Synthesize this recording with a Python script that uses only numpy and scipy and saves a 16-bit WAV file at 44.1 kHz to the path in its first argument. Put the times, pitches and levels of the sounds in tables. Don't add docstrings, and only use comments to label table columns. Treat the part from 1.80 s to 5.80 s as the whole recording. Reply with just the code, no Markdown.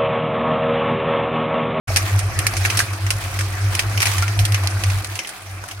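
import sys
import numpy as np
from scipy import signal
from scipy.io import wavfile

SR = 44100
rng = np.random.default_rng(int(sys.argv[2]) if len(sys.argv) > 2 else 0)


def wav_out(sig):
    wavfile.write(sys.argv[1], SR, np.round(np.clip(np.atleast_2d(sig).T, -1, 1) * 32767).astype(np.int16))


N = 176400
TIME = np.arange(N) / SR
LEFT_RIGHT = np.array([[1], [-1]])


def from_db(db):
    return np.exp(np.asarray(db) * np.log(10) / 20)


def rms_one(x):
    return x / np.sqrt(np.mean(x ** 2) + 1e-20)


def in_time(rows):
    times, *columns = np.transpose(rows)
    return [np.interp(TIME, times, column) for column in columns]


def at_hz(points, hz):
    freqs, values = np.transpose(points)
    return np.interp(np.log(hz), np.log(freqs), values)


def bandpass(x, low, high):
    return signal.sosfilt(signal.butter(2, [low, high], "band", fs=SR, output="sos"), x)


def drift(rate, size=N):
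    pole = np.exp(-80 * np.pi * rate / SR)
    slow = signal.lfilter([1], [1, -2 * pole, pole * pole], rng.standard_normal(N // 40 + 2002))[2000:]
    return np.repeat(rms_one(slow)[:size // 40 + 1], 40)[:size]


def dying(t, t60):
    return np.exp(-np.log(1000) * t / max(t60, 1e-3))


def add(out, onset, sound):
    i = max(int(onset * SR), 0)
    out[:, i:i + sound.shape[-1]] += sound[..., :N - i]


def stereo(mid, side, hz):
    # f/Hz, coefficient
    likeness = [(30,0.6),(70,0.78),(130,0.96),(260,0.95),(520,0.92),(1000,0.64),(2000,0),(5000,0),(15000,0)]
    # f/Hz, left minus right/dB
    balance = [(500,0),(1600,0.2),(2800,1.8),(4700,-5.5),(6700,-1),(8800,-7),(13000,1.5)]
    alike = np.clip(at_hz(likeness, hz), -.999, .999)
    pair = np.sqrt(1 + alike) * mid + np.sqrt(1 - alike) * side * LEFT_RIGHT
    return pair * from_db(LEFT_RIGHT * at_hz(balance, hz) / 2)


def banded_noise(spectrum, flicker_db=0, flicker_hz=20, size=N):
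    out, edges = 0, 20 * 2 ** (np.arange(30) / 3)
    white = rng.standard_normal((2, 2, size))
    for k, (low, high) in enumerate(zip(edges, edges[1:])):
        hz = np.sqrt(low * high)
        flicker = flicker_db * drift(flicker_hz, size) if flicker_db else 0
        if high > spectrum[0][0] and low < spectrum[-1][0]:
            mid, side = bandpass(white[k % 2], low, high)
            out = out + from_db(at_hz(spectrum, hz) + flicker) * stereo(mid, side, hz)
    return rms_one(out)


def resonance(hz, width_hz):
    radius = np.exp(-np.pi * width_hz / SR)
    feedback = [1, -2 * radius * np.cos(2 * np.pi * hz / SR), radius * radius]
    mid, side = signal.lfilter([1, 0, -1], feedback, rng.standard_normal((2, N)))
    return rms_one(stereo(mid, side, hz))


def scatter(noise, t60, size=8000):
    t = np.arange(size) / SR
    start = rng.integers(size // 8, noise.shape[1] - size)
    direct = from_db(1.5) * dying(t, t60=0.003)
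    tail = from_db(-24.5) * dying(t, t60=0.19)
    return rms_one(noise[:, start:start + size]) * np.sqrt(direct ** 2 + dying(t, t60) ** 2 + tail ** 2)


def motor(boom_hz=50.9):
    # centre t/s, level/dB, width at half amplitude/s, f/Hz
    throbs = [(.095,-21,0.013,100.6),(0.144,-16.5,0.074,92),(0.239,-16.5,0.058,98.6),(.357,-10,0.069,98.7),(0.461,-14.6,0.052,98.1),(0.586,-15,0.047,94.8),(.675,-18.5,0.066,103.3),(0.812,-15.5,0.087,94.2),(0.883,-19.5,0.034,99.1),(0.96,-18,.06,102.5),(1.033,-19.5,0.026,100),(1.123,-19.5,0.069,98.8),(1.257,-15,0.077,97.5),(1.36,-18.5,0.058,101.6),(1.464,-21,0.044,93.5),(1.622,-17.5,0.15,98.6),(1.742,-22,0.029,94.8),(1.863,-13.5,.11,100.5),(1.969,-24,0.041,93),(2.079,-17.4,0.082,103.2),(2.181,-14.5,0.053,100.1),(2.292,-17.5,0.067,102),(2.403,-14,0.078,92.8),(2.502,-16.5,0.08,103.7),(2.614,-10,0.069,101.2),(2.729,-11.5,0.07,102.2),(2.844,-15,0.087,94.8),(2.962,-15,0.061,99),(3.082,-11.5,0.067,96.8),(3.169,-16.5,0.074,97),(3.318,-25,0.09,99),(3.747,-28.5,0.17,95.2),(3.984,-30,0.085,98)]
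    # t/s, level/dB
    rumble_levels = [(.1,-37),(.25,-38.5),(.39,-39),(.5,-35),(.57,-31),(.65,-37),(.75,-38),(.86,-41),(1.1,-42),(1.22,-40),(1.45,-38.5),(1.78,-40),(2.12,-36.5),(2.2,-42),(2.36,-34.5),(2.51,-47),(2.62,-27.5),(2.74,-56),(3.17,-34),(3.4,-60),(3.6,-56),(3.75,-49),(4,-49)]
    # f/Hz, level/dB
    rumble_spectrum = [(20,-8),(30,-13),(40,-16),(52,-2),(64,6),(80,-14),(120,1.5),(160,-15),(220,-31)]
    swells = sum(from_db(db) * np.exp(-np.log(16) * ((TIME - centre) / width) ** 2)
                 for centre, db, width, _ in throbs)
    hum_hz = in_time(throbs)[2]
    hum = from_db(0.5) * swells * np.sin(2 * np.pi * np.cumsum(hum_hz) / SR)
    boom = rms_one(bandpass(resonance(boom_hz, width_hz=15), boom_hz / 1.15, boom_hz * 1.27))
    rumble = from_db(1) * banded_noise(rumble_spectrum) + from_db(-1.5) * boom
    return hum + from_db(in_time(rumble_levels)[0]) * rumble


def slurry(flow_db):
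    # f/Hz, level/dB
    spectrum = [(130,-8),(200,-10),(260,1),(330,-6),(470,-9.5),(710,3.5),(900,-7),(1200,3),(2400,1),(3300,-18.5),(5300,-3),(7500,-16),(10000,-8),(15500,-30)]
    # f/Hz, bandwidth/Hz, level/dB
    modes = [(185.7,7.2,-19),(329.2,15.6,-13),(413,25,-17.5),(539,22,-17.5),(714,43,-14.5),(1163,27,-14.5),(2480,450,-14)]
    smear = from_db(1) * banded_noise(spectrum, flicker_db=3, flicker_hz=21)
    cavity = sum(from_db(db) * resonance(hz, width) for hz, width, db in modes)
    return from_db(flow_db) * (smear + cavity)


def squelch(flow_db, per_s=160, low_hz=621, high_hz=2500, cycles=17):
    out, t = np.zeros((2, N)), np.arange(1400) / SR
    onsets = TIME[rng.random(N) < per_s / SR]
    for onset, (height, softness, side) in zip(onsets, rng.random((N // 20, 3))):
        hz = low_hz * (high_hz / low_hz) ** height
        t60 = cycles / hz
        envelope = dying(t, t60) * (1 - dying(t, t60 / 5)) * np.sqrt(hz)
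        note = envelope * np.exp(2j * np.pi * hz * t * (1 + 0.042 * t / t60))
        add(out, onset, from_db(-14 * softness) * stereo(note.imag, np.sign(side - .5) * note.real, hz))
    return from_db(flow_db - 10) * rms_one(out)


def plops():
    # t/s, level/dB, f/Hz, T60/s
    pops = [(.103,-17,663,0.065),(1.003,-18.5,1620,0.1),(2.428,-16.5,1393,0.088)]
    out, t = np.zeros((2, N)), np.arange(8000) / SR
    attack = 1 - dying(t, t60=0.0027)
    for onset, db, hz, t60 in pops:
        add(out, onset, from_db(db) * np.sin(2 * np.pi * hz * t) * dying(t, t60) * attack)
    return out


def grit(flow_db, per_s=150, balance_db=0.5, count=16, size=600):
    hiss = bandpass(rng.standard_normal((count, 2, size)), 4500, 11100)
    ticks = hiss * dying(np.arange(size) / SR, t60=0.018) * from_db(balance_db * LEFT_RIGHT / 2)
    out = np.zeros((2, N))
    onsets = TIME[rng.random(N) < per_s / SR]
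    for onset, (softness, kind) in zip(onsets, rng.random((N // 20, 2))):
        add(out, onset, from_db(-20 * np.sqrt(softness)) * ticks[int(kind * count)])
    return from_db(flow_db - 8) * rms_one(out)


def gravel(flow_db, base_per_s=900, clump_db=4, spread_db=2, count=40):
    # f/Hz, level/dB
    spectrum = [(400,-40),(750,5.5),(1300,3),(2500,4),(3400,2),(5200,-3.5),(7400,-4.5),(9800,-3.5),(12500,-7.5),(15500,-12)]
    colour = banded_noise(spectrum, flicker_db=3.5, flicker_hz=14, size=60000)
    ticks = [scatter(colour, t60=0.035, size=3000) for _ in range(count)]
    onsets = TIME[rng.random(N) < base_per_s * from_db(clump_db * drift(18)) / SR]
    strengths = from_db(spread_db * np.minimum(rng.exponential(1, N), 5)) * rng.choice([-1, 1], N)
    out = np.zeros((2, N))
    for onset, strength, kind in zip(onsets, strengths, rng.integers(0, count, N)):
        add(out, onset, strength * ticks[kind])
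    return from_db(flow_db + 1) * rms_one(out)


def steel_ring(hz, t60=0.042, spread=0.225, count=7):
    t = np.arange(4000) / SR
    offsets = np.linspace(-1, 1, count) + rng.uniform(-0.16, 0.16, count)
    mode_hz = hz * (1 + spread * offsets)[:, None]
    modes = np.sin(2 * np.pi * (mode_hz * t + rng.random((2, count, 1)))).sum(axis=1)
    decay = dying(t, t60)
    return rms_one(modes * decay) * np.sqrt(np.mean(decay ** 2) / 2)


def stones(balance_db=2):
    # t/s, level/dB, relative crack level/dB, snap and ring f/Hz, crack T60/s,
    # relative ring level/dB, left minus right/dB (added to balance_db)
    clacks = [(0.1611, -5.5, -6.5, 2630, 0.034, -6, -4), (0.1694, -7, -5, 2270, 0.059, -2, 1),
              (0.391, -17, -5, 2510, 0.07, -19, -2.5), (0.5902, -10.5, -6.5, 2400, 0.042, -4, -2.5),
              (0.6673, -6.5, -6, 2167, 0.05, 0, -1.5), (0.7376, -19, -11, 2160, 0.065, -6, -5),
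              (0.7677, -13, -9.5, 2350, 0.11, -6, -1.5), (0.851, -5.5, -16, 2190, 0.067, 2, -3),
              (0.8587, -14, -9, 2000, 0.055, 2, 2), (0.9017, -4.5, -21, 2520, 0.084, -15, -3),
              (0.9526, -21, -18, 1610, 0.055, -1, -7), (0.9722, -14.5, -2, 3130, 0.088, -17, -1.0),
              (0.9912, -5.5, -8.5, 1980, 0.055, -10, -2.0), (1.002, -8.5, -12.5, 1610, 0.14, 2, -1.5),
              (1.133, -17, -12.5, 1340, 0.055, -10, -1.0), (1.265, -15, -14, 2310, 0.048, -1, -3),
              (1.3051, -9, -5.5, 2715, 0.063, -2, -2), (1.5897, -10.5, -15, 2090, 0.078, -10, -1),
              (1.6094, -14, -10.5, 1510, 0.066, -3, -2), (1.927, -18.5, -14, 1158, 0.11, -10, -0.5),
              (1.951, -12.5, -5.5, 2425, 0.034, -8, -1.0), (1.993, -3.5, -12.5, 2550, 0.068, -6.5, 0),
              (2.1756, -9.5, -16, 2520, 0.055, -0.5, -1), (2.2039, -8.5, -11, 2490, 0.055, -8, -1.5),
              (2.2191, -7, -9.5, 2470, 0.068, -9, -3), (2.2282, -6.5, -9.5, 2180, 0.048, -5, 0.0),
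              (2.2559, -7, -9.5, 2180, 0.091, -6, 1), (2.2692, -7, -9.5, 2120, 0.051, -11, -3.5),
              (2.3157, -19, -16, 1720, 0.055, -10, -15), (2.382, -8, -15, 1903, 0.055, -18, -3),
              (2.4237, -7.5, -19.5, 1346, 0.082, -21, -3), (2.4806, -12.5, -21, 2280, 0.055, -3, -0.5),
              (2.591, -9.5, -14, 3344, 0.14, -2, -2), (2.6521, -14.5, -2, 3270, 0.053, -4.5, -1),
              (2.7218, -14, -8.5, 2074, 0.035, -19, 0), (2.7452, -5, -13, 2550, 0.028, -4.5, 0),
              (2.836, -14, -17, 1200, 0.042, -24, -4), (2.8729, -16.5, 2, 2550, 0.018, -11, -3),
              (3.037, -7.5, -14, 2540, 0.047, -18, -2.5), (3.1003, -15.5, -17, 2540, 0.085, -10, -7),
              (3.2456, -20, -1, 2030, 0.04, -16, -1), (3.3554, -17, -9.5, 2800, 0.065, -20, -3.5),
              (3.3905, -7.5, -22.5, 2580, 0.074, -7, 1), (3.4481, -21.5, -32, 2540, 0.055, 3.5, -1),
              (3.4725, -25, -4, 2720, 0.055, -8, -1), (3.491, -28.5, -1.5, 1650, 0.088, -10, -1),
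              (3.8392, -26, -7.5, 1250, 0.043, 6, -1), (3.8865, -22.5, -8.5, 1720, 0.041, -13, 2),
              (3.9123, -18, -15, 2890, 0.083, -6, 0.0)]
    # f/Hz, level/dB
    crack_spectrum = [(400,-37.5),(1200,-3),(2500,0.5),(3500,0),(5400,2),(7500,-4),(9800,3.5),(12500,-8.5),(15500,-25)]
    knock_spectrum = [(200,-24.5),(700,-12),(1200,-12.5),(1800,-4),(2600,3.5),(3400,-18.5),(6000,-3)]
    out, t = np.zeros((2, N)), np.arange(8000) / SR
    bright = banded_noise(crack_spectrum, flicker_db=2, flicker_hz=4.2, size=60000)
    dull = banded_noise(knock_spectrum, flicker_db=1.5, flicker_hz=24, size=60000)
    for onset, db, crack_db, hz, t60, ring_db, pan_db in clacks:
        phase = rng.uniform(0, np.pi, (2, 1))
        snap = from_db(-7.5) * np.sin(2 * np.pi * hz * t + phase) * dying(t, t60=0.013)
        knock = from_db(-13) * scatter(dull, t60=0.085)
        crack = from_db(crack_db + 2) * scatter(bright, t60)
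        gain = from_db(db + (pan_db + balance_db) * LEFT_RIGHT / 2)
        add(out, onset, gain * (snap + knock + crack))
        add(out, onset, gain * from_db(ring_db - 3.5) * steel_ring(hz))
    return out


def scene():
    # t/s, slurry level/dB, gravel level/dB
    flow = [(.07,-29,-39),(.3,-31.5,-29),(.48,-33,-46.5),(.62,-29.5,-44),(.82,-32.5,-33),(.95,-30,-27.5),(1.1,-34.5,-41),(1.23,-36,-40),(1.42,-34.5,-35.5),(1.6,-33.5,-38),(1.78,-34.5,-39),(1.95,-32.5,-33.5),(2.1,-31.5,-39),(2.3,-33,-25.5),(2.55,-33.5,-40.5),(2.98,-32,-39.5),(3.15,-35.5,-35),(3.4,-38.5,-39),(3.62,-41.5,-43),(3.76,-40,-49),(3.88,-41,-45),(4,-45,-41.5)]
    slurry_db, gravel_db = in_time(flow)
    bed = motor() + slurry(slurry_db) + squelch(slurry_db) + gravel(gravel_db) + grit(gravel_db)
    return bed + stones() + plops()


def record(dry, start_s=0.073, fade_s=0.009, stopband_hz=16700):
    fade_in = np.clip((TIME - start_s) / fade_s, 0, 1)
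    lowpass = signal.cheby2(16, 70, stopband_hz, fs=SR, output="sos")
    return signal.sosfilt(lowpass, np.clip(dry * fade_in, -1, 1))


dry = scene()
out = record(dry)
wav_out(out)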